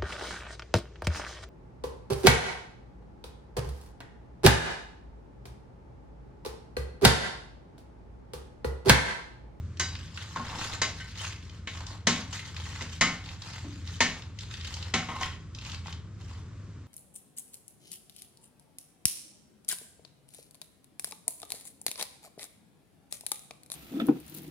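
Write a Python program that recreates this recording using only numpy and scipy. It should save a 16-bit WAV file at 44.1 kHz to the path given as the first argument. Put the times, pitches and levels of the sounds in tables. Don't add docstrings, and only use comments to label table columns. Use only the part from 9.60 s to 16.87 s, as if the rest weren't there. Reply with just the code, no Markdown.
import sys
import numpy as np
from scipy import signal
from scipy.fft import rfft, irfft, next_fast_len
from scipy.io import wavfile
from scipy.ndimage import uniform_filter1d, map_coordinates

SR = 44100
rng = np.random.default_rng(int(sys.argv[2]) if len(sys.argv) > 2 else 0)


def log_audio(samples):
    frames = np.atleast_2d(samples).T
    limited = np.clip(frames, -1, 1)
    pcm = np.round(limited * 32767).astype(np.int16)
    wavfile.write(sys.argv[1], SR, pcm)


N = 320607


def amp(db):
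    return 10 ** (np.asarray(db) / 20)


def unit(x):
    return x / np.sqrt(np.mean(x ** 2) + 1e-20)


def along(points, hz):
    f, values = np.transpose(points)
    return np.interp(np.log(hz + 1), np.log(f + 1), values)


def wobble(rate):
    points = rng.standard_normal(int(N * rate / SR) + 4)
    return map_coordinates(points, [np.arange(N) * rate / SR])


def filtered(x, response):
    n = x.shape[-1]
    padded = next_fast_len(n + 8192)
    return irfft(rfft(x, padded) * response(np.fft.rfftfreq(padded, 1 / SR)), padded)[..., :n]


# f/Hz, likeness (1 = the same)
LIKENESS = [(60, .99), (500, .9), (2000, .75), (5000, .45), (12000, .25)]
def stereo(noises):
    turn = lambda hz: np.arccos(np.clip(along(LIKENESS, hz), -1, 1)) / 2
    mid, side = filtered(noises, lambda hz: np.array([np.cos(turn(hz)), np.sin(turn(hz))]))
    return np.array([mid + side, mid - side])


# f/Hz, width/Hz, level/dB
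ROOM_TONES = [(60.7, 5.3, -52), (83.67, 8.3, -43.5), (123.1, 5, -55.5), (138, 14, -71), (164.2, 14.7, -54),
              (203, 15, -65)]
# t/s, level/dB
ROOM_SWELL = [(0, 2.5), (1, -2), (3.5, -1.5), (4.8, 1), (5.4, -3.5), (6.2, 2), (7.27, -10)]
# f/Hz, level/dB
AIR_COLOUR = [(12, -54), (20, 3), (109, 0.5), (238, -16), (428, -25.5), (835, -40.5), (1100, -30.5),
              (2770, -41.5), (7130, -44.5), (15600, -86)]
def appliance_drone():
    t, hum_hz = np.arange(N) / SR, 101
    noise = rng.standard_normal((2, N))
    tones = sum(amp(db) * unit(filtered(noise, lambda f: 1 / (1 + (2 * (f - hz) / width) ** 4)))
                for hz, width, db in ROOM_TONES)
    tones *= amp(np.interp(t, *np.transpose(ROOM_SWELL)))
    air_colour = lambda f: amp(along(AIR_COLOUR, f)) / (1 + (130 / (f + 1)) ** 2)
    air = unit(filtered(rng.standard_normal((2, N)), air_colour))
    air *= amp(-49.5 + 1.2 * wobble(3))
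    hum = amp(-45 + 3.4 * wobble(6.6)) * np.sin(2 * np.pi * hum_hz * t + 0.32 * wobble(4.3))
    return hum + stereo(tones + air)


# f/Hz, level/dB
RASP_COLOUR = [(300, -8.5), (600, -9), (1000, -3), (2000, -5), (3600, -1.5), (7200, -4), (8500, -15),
               (12000, -24), (15600, -32.5)]
# t/s, level/dB, centre f/Hz
CONTACT_TICKS = [(0.171, -33, 3800), (0.352, -23.5, 2400), (0.363, -34, 4000), (0.77, -17, 1073),
                 (1.134, -25, 3300), (0.574, -22.5, 2000), (1.555, -30, 2640), (1.644, -28, 1050),
                 (1.723, -30, 2940), (1.895, -34, 3260), (2.206, -31.5, 1010), (2.266, -26, 4870),
                 (2.793, -25.5, 1920), (2.965, -22.5, 2630), (3.4195, -8, 1310), (3.66, -29, 2760),
                 (3.689, -25, 2600), (3.82, -25.5, 3760), (3.859, -32.5, 1200), (3.931, -34, 4400),
                 (4.274, -27, 3500), (4.621, -30, 3000), (4.788, -23.5, 3970), (4.808, -30, 4000),
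                 (4.911, -27.5, 2780), (4.939, -23, 2720), (4.971, -34, 3500), (5.01, -28, 3000),
                 (5.046, -28, 2840), (5.14, -22, 4580), (5.179, -35, 3000), (5.226, -22.5, 3140),
                 (5.631, -14, 2000), (5.948, -29, 4200), (5.986, -28, 3360), (6.012, -31, 2860),
                 (6.049, -28, 3480), (6.074, -43, 3000), (6.097, -28, 3620), (6.117, -24.5, 4000),
                 (6.145, -27, 3820), (6.259, -28, 1040), (6.269, -28, 3770), (6.281, -26, 950),
                 (6.326, -27.5, 3270)]
def contact_ticks():
    out, t = np.zeros((2, N + SR)), np.arange(1024) / SR
    rise = 1 - np.exp(-t / 0.00087)
    for start, db, centre_hz in CONTACT_TICKS:
        band = lambda f: amp(along(RASP_COLOUR, f)) / np.sqrt(1 + (np.log((f + 1) / centre_hz) / .45)**4)
        burst = unit(filtered(stereo(rng.standard_normal((2, len(t)))), band))
        out[:, round(start * SR):][:, :len(t)] += amp(db - 5.5 - 60 * t / 0.023) * rise * burst
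    return out[:, :N]


# f/Hz, fade/s (a fade is the time to drop by 60 dB)
ECHO_FADES = [(300, 0.45), (1500, 0.45), (5000, 0.34), (12000, 0.25)]
def kitchen_echo(colour_db, size, length=1):
    hz, t, bands = signal.stft(rng.standard_normal((2, size)), SR, nperseg=256)
    fade = amp(colour_db(hz)[:, None] - 60 * t / (length * along(ECHO_FADES, hz)[:, None]))
    tail = signal.istft(bands * fade, SR, nperseg=256)[1][:, :size]
    return stereo(tail / np.linalg.norm(tail, axis=1, keepdims=True))


def ring(notes, colour_db, t, scatter_db, loose=1, length=1):
    hz, db, fade_s = np.transpose(notes)[:, :, None]
    strength, phase = rng.standard_normal((2, len(notes), 1))
    points = rng.standard_normal((2, len(notes), 24))
    flutter, wander = loose * signal.resample(points, len(t), axis=2)
    level = db + colour_db(hz) + scatter_db * strength + 2.2 * flutter
    level -= 60 * t / np.clip(length * fade_s, .03, .7)
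    return np.sum(amp(level) * np.sin(2 * np.pi * hz * t + 2 * phase + .9 * wander), axis=0)


# f/Hz, level/dB, fade/s
RACK_NOTES = [(754, -10, .35), (940, -2, .15), (1070, -1, .28), (1244, -5, .22), (1345, -8, .25),
              (1533, -7, .3), (1776, -5, .2), (1843, -4, .25), (1976, -5, .23), (2065, -4, .28),
              (2143, -7, .17), (2229, -5, .3), (2892, -8, .3), (3017, -4, .21), (3225, -10, .2),
              (3590, -11, .25), (3875, -9, .35), (4150, -9, .2), (4778, -8, .25), (6465, -14, .25)]
THUD_NOTES = [(170.4, 2, 0.46), (238.2, -2, 0.39), (287.7, -12, 0.62), (364, -4.5, 0.12)]
# f/Hz, level/dB
CLASH_COLOUR = [(400, -8.5), (700, -7.5), (1100, -19), (2000, -8), (3500, -10.5), (6800, -3.5), (8300, -20),
                (12000, -37.5), (15600, -52)]
# wall f/Hz, wire f/Hz, thud f/Hz
BLOWS = [(0.1966, -12.5, -17.5, -6, 2.5, -22, 1.02, 1550, 2370, 363),
         (0.7594, -28, -2.5, 9.5, -3, -14.5, 0.35, 1070, 1900, 215),
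         (0.7953, -34, -2, 23, -15, -23, 0.46, 1070, 1780, 231.5),
         (1.2168, -10.5, -24, -3, -3, -21, 0.85, 1480, 2160, 300),
         (1.4, -37.5, -34, -16, -23, -7.5, 1.1, 1530, 2900, 250),
         (2.0724, -23, -35, -10.5, -13.5, -15.5, 0.5, 1080, 2260, 202),
         (2.4693, -5.5, -13.5, -5.5, -3.5, -22.5, 1.2, 1010, 2995, 240),
         (2.7282, -24, -22, -28, -3, -47, 0.74, 1420, 2880, 200),
         (3.2085, -26, -10, -5.5, -8, -14, 0.33, 945, 2360, 237),
         (3.4097, -6.5, -11, -4, -3.5, -20.5, 1.4, 1200, 2100, 355),
         (4.043, -35, 4.5, 10, -11, -32, 0.65, 1010, 1780, 300),
         (4.4048, -6, -16, -5.5, -5, -20, 1.12, 920, 1830, 250),
         (5.3384, -10.5, -11.5, -3, -7.5, -19, 1.22, 754, 1800, 370),
         (5.4868, -25.5, -13.5, 2.5, -38, -20, 2.6, 1070, 2120, 237),
         (5.6099, -24.5, -36, 3.5, 0, -15, 0.81, 1040, 3050, 323)]
def rack_blows():
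    out, t = np.zeros((2, N + SR)), np.arange(16384) / SR
    bump = lambda hz, centre_hz, width: np.exp(-(np.log(hz / centre_hz) / width) ** 2)
    metal_rise, thud_rise = 1 - np.exp(-t / 0.00087), 1 - np.exp(-t / 0.0076)
    for start, db, thud_db, wall_db, bright_db, ring_db, length, wall_hz, wire_hz, thud_hz in BLOWS:
        colour = lambda hz: along([(1100, wall_db), (1600, 0), (3500, 0.017), (5500, bright_db)], hz)
        touched = lambda hz: colour(hz) + 8 * bump(hz, wall_hz, .08) + 5 * bump(hz, wire_hz, .05)
        rack = amp(ring_db) * ring(RACK_NOTES, touched, t, scatter_db=2.5, length=length)
        clash_colour = lambda hz: along(CLASH_COLOUR, hz) + colour(hz)
        clash = amp(12) * kitchen_echo(clash_colour, len(t), length=0.16)
        echo = amp(14.5) * kitchen_echo(clash_colour, len(t))
        thud_colour = lambda hz: 9 * bump(hz, thud_hz, 0.15)
        thud = amp(thud_db - 12.5) * ring(THUD_NOTES, thud_colour, t, scatter_db=3.5)
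        blow = (rack + clash + echo) * metal_rise + thud * thud_rise
        out[:, round(start * SR):][:, :len(t)] += amp(db) * blow
    return out[:, :N]


# f/Hz, level/dB, fade/s
TONG_NOTES = [(2930, -2, .45), (3871, 0, .55), (4786, 0, .6), (6170, -5, .25)]
# t/s, level/dB, ring length (a factor)
TONG_CLINKS = [(0.1965, -35, .85), (1.2163, -33, .35)]
def tong_clinks():
    out, t = np.zeros(N + SR), np.arange(16384) / SR
    for start, db, length in TONG_CLINKS:
        clink = ring(TONG_NOTES, np.zeros_like, t, scatter_db=1.5, loose=.4, length=length)
        out[round(start * SR):][:len(t)] += amp(db) * clink
    return out[:N]


def tip_catches(count, cycles):
    when, pitch, size = rng.random((count, 3)).T[:, :, None]
    age, hz = np.arange(160), 700 * 18 ** pitch
    fade = amp(14 * size - 60 * age * hz / (SR * cycles))
    clicks = fade * np.sin(2 * np.pi * hz * age / SR) * np.sqrt(hz)
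    return np.bincount((when * N + age).astype(int).ravel(), clicks.ravel(), minlength=N)[:N]


def rack_response(f):
    wires = 0
    for hz, db, fade_s in RACK_NOTES:
        width_hz = 3 * np.log(1000) / (np.pi * fade_s)
        wires += amp(db) * 1j * f * width_hz / (hz * hz - f * f + 1j * f * width_hz)
    return amp(along(RASP_COLOUR, f)) * (1 + .8 * wires)


def shifting_contact(x, depth_db):
    bands = signal.stft(x, nperseg=256)[2]
    patches = uniform_filter1d(rng.standard_normal(bands.shape[1:]), size=4, axis=0)
    patches = uniform_filter1d(patches, size=5, axis=1)
    return signal.istft(bands * amp(depth_db * unit(patches)), nperseg=256)[1][:, :N]


# t/s, held/s, level/dB, share reaching the basket wall/dB
SCRAPES = [(.4, 0.38, -53, -13), (.58, 0.29, -49.5, -3.5), (.82, 0.068, -54, 4.5), (0.912, 0.14, -41, 4.5),
           (1.01, 0.041, -34.5, -20), (1.124, 0.015, -33.5, -5), (1.38, 0.023, -44, -12),
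           (1.47, 0.032, -48.5, -14), (1.584, 0.085, -36.5, -10), (1.72, 0.061, -55, -13),
           (1.82, 0.14, -55, -9), (2.121, 0.23, -46.5, -2.5), (2.736, 0.042, -37.5, -17),
           (2.861, 0.22, -45, -7), (3.098, 0.13, -41.5, -6), (3.33, 0.035, -42.5, -15),
           (3.658, 0.09, -49.5, -5), (3.823, 0.16, -43, -4), (4.02, 0.37, -50.5, -17),
           (4.28, 0.062, -53.5, -6), (4.802, 0.025, -44.5, -7.5), (4.92, 0.057, -42.5, -12.5),
           (5.04, 0.039, -38.5, -15), (5.12, 0.17, -46, -4.5), (5.502, 0.11, -50.5, 6),
           (5.628, 0.015, -38.5, -6), (5.7, 0.11, -70, -2), (5.96, 0.11, -54.5, 0.5),
           (6.058, 0.088, -43, -9), (6.271, 0.044, -45.5, -8), (6.609, 0.19, -52.5, -1.5)]
def scrapes():
    t, tip_gain, wall_gain = np.arange(N) / SR, np.zeros(N), np.zeros(N)
    rise_db_per_s, fall_db_per_s, rattle_db_per_s = 456, 285, 119
    for start, held, db, wall_db in SCRAPES:
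        before, after = np.clip(start - t, 0, 1), np.clip(t - start - held, 0, 1)
        stroke = amp(db - rise_db_per_s * before - fall_db_per_s * after)
        tip_gain += stroke
        wall_gain += stroke * amp(wall_db)
    for start, db, *_ in BLOWS:
        after = np.clip(t - start - 0.1, 0, 1)
        rattle = (t > start) * amp(db - 33.5 - rattle_db_per_s * after)
        tip_gain += rattle
        wall_gain += rattle * amp(-3.5)
    catches = unit(np.array([tip_catches(count=6000, cycles=c) for c in (2.21, 3.2)]))
    grit = .9 * rng.standard_normal((2, N))
    clumps = amp(1.2 * wobble(35) + 2.5 * wobble(130))
    rubbing = stereo(unit(catches + grit)) * clumps
    low = lambda f: 1 / (1 + (f / 1400) ** 8)
    tips = filtered(rubbing * tip_gain, lambda f: rack_response(f) * (1 - low(f)))
    wall = filtered(rubbing * wall_gain, lambda f: rack_response(f) * low(f))
    return amp(0.5) * shifting_contact(tips + amp(3) * wall, depth_db=3.5)


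def scene():
    close = contact_ticks() + scrapes()
    echo = signal.fftconvolve(close[:1], kitchen_echo(np.zeros_like, SR // 2), axes=1)[:, :N]
    return appliance_drone() + rack_blows() + tong_clinks() + close + amp(-3.5) * echo


# f/Hz, level/dB
LEFT_LOUDER = [(60, 0), (180, 1), (550, 0.5), (1650, 1.5), (4970, 1), (15000, -7.5)]
# f/Hz, phase/rad
LEFT_AHEAD = [(100, 0), (1000, -.28), (3000, -.8), (4700, -1.1), (7200, -2.3), (8200, -.9), (10000, -1.4),
              (13000, -2.5)]
def record(dry):
    side, top_hz = np.array([[.5], [-.5]]), 15720
    ports = lambda hz: amp(side * along(LEFT_LOUDER, hz)) * np.exp(1j * side * along(LEFT_AHEAD, hz))
    return filtered(dry, lambda hz: ports(hz) * (hz < top_hz))


dry = scene()
out = record(dry)
log_audio(out)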